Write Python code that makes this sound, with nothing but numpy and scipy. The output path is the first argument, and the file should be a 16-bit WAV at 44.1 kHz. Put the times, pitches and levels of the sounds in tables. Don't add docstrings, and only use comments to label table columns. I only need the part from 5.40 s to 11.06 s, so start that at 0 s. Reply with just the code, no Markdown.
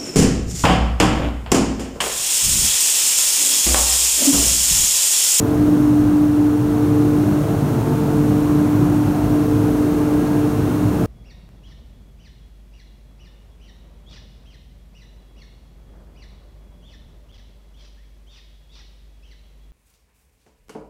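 import sys
import numpy as np
from scipy import signal
from scipy.fft import rfft, irfft
from scipy.io import wavfile

SR = 44100
rng = np.random.default_rng(int(sys.argv[2]) if len(sys.argv) > 2 else 0)


def store_pcm(level_fs):
    pcm = np.round(np.clip(level_fs, -1, 1) * 32767).astype(np.int16)
    wavfile.write(sys.argv[1], SR, np.atleast_2d(pcm).T)


N = 249606
TIME_S = np.arange(N) / SR

SHAFT_HZ, MOTOR_HZ, BLADES = 24.783, 54.17, 6
WHINE_HZ, WHINE_DB = 2751, -70
LULL_AT_S, LULL_HALF_WIDTH_S, LULL_DB = 1.0, 0.56, 2
SURGE_HALF_WIDTH_S = 0.068
CUTOFF_HZ = 15750

# [multiple of blade rate, level at start/dB rms, fall/dB per s]
STRONG_TONES = [(1, -20, 2.0), (2, -12.8, 1.16), (3, -28.4, 0.1)]
# [multiple of blade rate, t/s, depth/dB, half width/s]
TONE_NODES = [(1, 0.35, 15.5, 0.75), (1, 1.07, 16, 0.34), (1, 1.86, 6, 0.07), (1, 4.45, 7.5, 0.26),
              (2, 0.00, 9, 0.17), (2, 1.30, 3.6, 0.24), (2, 1.75, 1.2, 0.15), (2, 2.04, 2.5, 0.05),
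              (2, 2.35, 12.5, 0.36), (2, 3.76, 3.8, 0.11), (2, 4.82, 1.8, 0.14), (2, 5.22, 2.5, 0.08),
              (2, 5.65, 4.5, 0.2), (3, 0.33, 7, 0.11), (3, 0.8, 16, 0.29), (3, 1.89, 15, 0.09),
              (3, 2.33, 5.5, 0.13), (3, 3.1, 5, 0.09), (3, 3.6, 18, 0.28), (3, 5.42, 15, 0.13)]
# [multiple of blade rate, level/dB rms]
UPPER_TONES = [(4, -48.5), (5, -49.5), (6, -54), (7, -53.5), (9, -60), (10, -60), (11, -57.5), (13, -66.5),
               (15, -66)]
# [multiple of blade rate, t/s, rise/dB, half width/s]
TONE_ANTINODES = [(4, 0.1, 8, 0.4), (4, 2.12, 9, 0.25), (4, 4.68, 11, 0.22), (4, 5.55, 7, 0.25),
                  (5, 1.8, 8, 0.25), (5, 2.7, 7.5, 0.38), (5, 5.12, 8, 0.28), (6, 2.55, 13, 0.36),
                  (6, 3.68, 13, 0.27), (6, 4.88, 9, 0.25), (7, 3.3, 8, 0.42), (11, 4.9, 9, 0.45)]
# [t/s, level change/dB]
THROB_PATH = [(0, 1), (0.4, 2), (1.3, -4), (2.2, -2), (3.0, 0), (4.3, 2.5), (5.66, 1.5)]
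# [f/Hz, relative level/dB per Hz]
RASP_SPECTRUM = [(600, -10), (1500, 0), (2000, 1), (2700, 3.5), (3200, -4), (4000, -7), (6000, -10),
                 (9000, -25)]
# [f/Hz, width/Hz, level/dB rms]
RUMBLE_BANDS = [(53.6, 5.1, -44), (77, 13, -36.5), (106.8, 14, -25.5), (124.3, 12.8, -28),
                (140.3, 11, -34.5), (176.5, 12, -30), (200, 14.3, -31.3), (247.1, 20, -29.5),
                (272.3, 33, -33), (323, 37, -32), (354.3, 23, -33.5), (405, 24, -44), (430, 30, -43),
                (468, 26, -43.5), (635, 24, -43), (678, 20, -44), (724, 20, -45.5)]
# [approximate band f/Hz, t/s, level change/dB, half width/s]
BAND_SWELLS = [(78, 0.65, 5, 0.8), (78, 2.78, 4, 0.16), (78, 3.35, -8, 0.33), (78, 5.6, 4, 0.4),
               (107, 1.08, -3.5, 0.15), (107, 1.55, 5, 0.35), (107, 2.7, -3, 0.4), (107, 3.52, 3, 0.17),
               (107, 4.44, -3, 0.25), (107, 5.7, 6, 0.27), (125, 0.55, 4.5, 0.35), (125, 0.97, -5, 0.13),
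               (125, 2.3, 4, 0.3), (125, 4.9, -1.5, 0.87), (142, 0.1, -3, 0.44), (142, 2.7, 5, 0.9),
               (142, 4.6, -3, 0.4), (176, 0.4, 5.5, 0.35), (176, 1.7, -3, 1.3), (176, 3.48, 5.5, 0.15),
               (176, 4.6, 2, 0.42), (176, 5.42, 5.5, 0.2), (202, 0, 5, 0.2), (202, 2.1, 5.5, 0.75),
               (202, 4.5, -5.5, 0.7), (202, 5.66, 5, 0.2), (247, 0.6, 3, 0.3), (247, 2.15, -7, 0.15),
               (247, 2.7, 3.5, 0.2), (247, 5.32, 6, 0.14), (323, 0.4, 3, 0.3), (323, 5.5, -4, 0.2),
               (354, 0.91, -7, 0.4), (354, 1.45, 6, 0.18), (354, 2.6, 2, 0.7), (405, 0.85, -8, 0.35),
               (405, 4.6, 6, 0.7), (430, 0.05, 5, 0.25), (430, 0.8, -6, 0.35), (430, 1.8, -4, 0.25),
               (430, 3.55, -5, 0.3), (430, 4.3, 4, 0.35), (468, 0.7, -5, 0.4), (468, 3.55, -4, 0.3),
               (468, 4.5, 3, 0.35), (468, 5.3, -5, 0.25)]
# [f/Hz, relative level/dB per Hz]
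RUSH_SPECTRUM = [(20, -17), (38, -10), (60, -4), (110, -3.5), (300, 0), (410, -1.5), (520, -5.3),
                 (610, -7.3), (700, -7.6), (850, -8.1), (1000, -10), (1400, -13.5), (1600, -17.5),
                 (1850, -22.6), (2700, -30.2), (5000, -43)]
# [t/s, centre f/Hz, width/Hz, peak level/dB rms]
DUCT_SURGES = [(0.12, 660, 160, -34.5), (2.13, 690, 200, -33), (3.09, 1080, 300, -37),
               (3.46, 1100, 300, -37.5), (3.77, 725, 50, -33), (3.9, 660, 110, -33),
               (5.61, 690, 120, -35.5)]
# [f/Hz, relative level/dB per Hz]
HISS_SPECTRUM = [(1000, -5.5), (2500, 0.5), (4300, 0.5), (4850, -3.5), (5400, 0), (6800, 0.2), (7700, -3),
                 (8600, 0), (9600, -0.5), (10400, -6), (11200, 0), (13000, -2), (15800, -4.5)]


def blade_hum(flutter_db, flutter_width_hz, fading_db):
    blade_hz = BLADES * SHAFT_HZ
    hum = np.zeros(N)
    for multiple, start_db, fall_db_per_s in STRONG_TONES:
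        k = round(multiple)
        path_db = start_db - fall_db_per_s * TIME_S - node_loss_db(k)
        flutter = flutter_db * narrow_noise(0, flutter_width_hz)
        hum += tone(k * blade_hz, path_db + flutter, wander_rad=0.27)
    for multiple, level_db in UPPER_TONES:
        k = round(multiple)
        fading = fading_db * narrow_noise(0, 2.6)
        hum += tone(k * blade_hz, level_db + antinode_rise_db(k) + fading, wander_rad=0.68)
    return hum


def node_loss_db(k):
    return sum(depth_db * bell(at_s, half_width_s)
               for multiple, at_s, depth_db, half_width_s in TONE_NODES if round(multiple) == k)


def antinode_rise_db(k):
    return sum(rise_db * bell(at_s, half_width_s)
               for multiple, at_s, rise_db, half_width_s in TONE_ANTINODES if round(multiple) == k)


def drive_throb(shaft_db, motor_db):
    path_db = np.interp(TIME_S, *np.transpose(THROB_PATH))
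    shaft = tone(2 * SHAFT_HZ, shaft_db + path_db)
    motor = tone(MOTOR_HZ, motor_db + path_db)
    return shaft + motor


def bearing_rasp(start_db, rise_db_per_s):
    turn_samples = round(SR / SHAFT_HZ)
    shares = np.array([narrow_noise(0, 1) for _ in range(3)])
    shares = shares / np.sqrt(np.sum(shares ** 2, axis=0))
    rasp = np.zeros(N)
    for share in shares:
        turn = coloured_noise(RASP_SPECTRUM, size=turn_samples)
        rasp += share * np.resize(turn, N)
    whine = tone(WHINE_HZ, WHINE_DB, wander_rad=1)
    return from_db(start_db + rise_db_per_s * TIME_S) * rasp + whine


def airflow(rumble_trim_db, rush_db, hiss_db):
    rumble = from_db(rumble_trim_db) * booth_rumble()
    rush = from_db(rush_db) * coloured_noise(RUSH_SPECTRUM) + duct_surges()
    hiss = from_db(hiss_db) * coloured_noise(HISS_SPECTRUM)
    lull_gain = from_db(-LULL_DB * bell(LULL_AT_S, LULL_HALF_WIDTH_S))
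    return lull_gain * (rumble + rush + hiss)


def booth_rumble():
    band_hz = np.array([band[0] for band in RUMBLE_BANDS])
    swells_db = np.zeros((len(RUMBLE_BANDS), N))
    for hz, at_s, change_db, half_width_s in BAND_SWELLS:
        nearest = np.argmin(np.abs(band_hz - hz))
        swells_db[nearest] += change_db * bell(at_s, half_width_s)
    rumble = np.zeros(N)
    for (hz, width_hz, level_db), swell_db in zip(RUMBLE_BANDS, swells_db):
        rumble += from_db(level_db + swell_db) * narrow_noise(hz, width_hz)
    return rumble


def duct_surges():
    return sum(from_db(peak_db) * bell(at_s, SURGE_HALF_WIDTH_S) * narrow_noise(hz, width_hz)
               for at_s, hz, width_hz, peak_db in DUCT_SURGES)


def tone(hz, level_db, wander_rad=0):
    phase_rad = 2 * np.pi * (hz * TIME_S + rng.random())
    phase_rad = phase_rad + wander_rad * narrow_noise(0, 0.89)
    return np.sqrt(2) * from_db(level_db) * np.sin(phase_rad)


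def narrow_noise(hz, width_hz):
    detune = (np.fft.rfftfreq(N, 1 / SR) - hz) / (width_hz / 2)
    spectrum = rfft(rng.standard_normal(N)) / np.sqrt(1 + detune ** 4)
    return rms_one(irfft(spectrum, N))


def coloured_noise(spectrum, size=N):
    hz, db = np.transpose(spectrum)
    bins_hz = np.maximum(np.fft.rfftfreq(size, 1 / SR), 1)
    gain = from_db(np.interp(np.log(bins_hz), np.log(hz), db))
    return rms_one(irfft(rfft(rng.standard_normal(size)) * gain, size))


def bell(at_s, half_width_s):
    return np.exp(-((TIME_S - at_s) / half_width_s) ** 2)


def rms_one(x):
    return x / np.sqrt(np.mean(x ** 2) + 1e-20)


def from_db(db):
    return 10 ** (np.asarray(db) / 20)


def scene():
    hum = blade_hum(flutter_db=1.15, flutter_width_hz=19, fading_db=2.2)
    throb = drive_throb(shaft_db=-41.0, motor_db=-40.5)
    rasp = bearing_rasp(start_db=-52.3, rise_db_per_s=0.6)
    air = airflow(rumble_trim_db=-0.5, rush_db=-26.5, hiss_db=-41.5)
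    return (hum + throb + rasp + air)[None, :]


def record(dry):
    low_pass = signal.ellip(12, 0.1, 80, CUTOFF_HZ, fs=SR, output="sos")
    return signal.sosfilt(low_pass, dry)


dry = scene()
out = record(dry)
store_pcm(out)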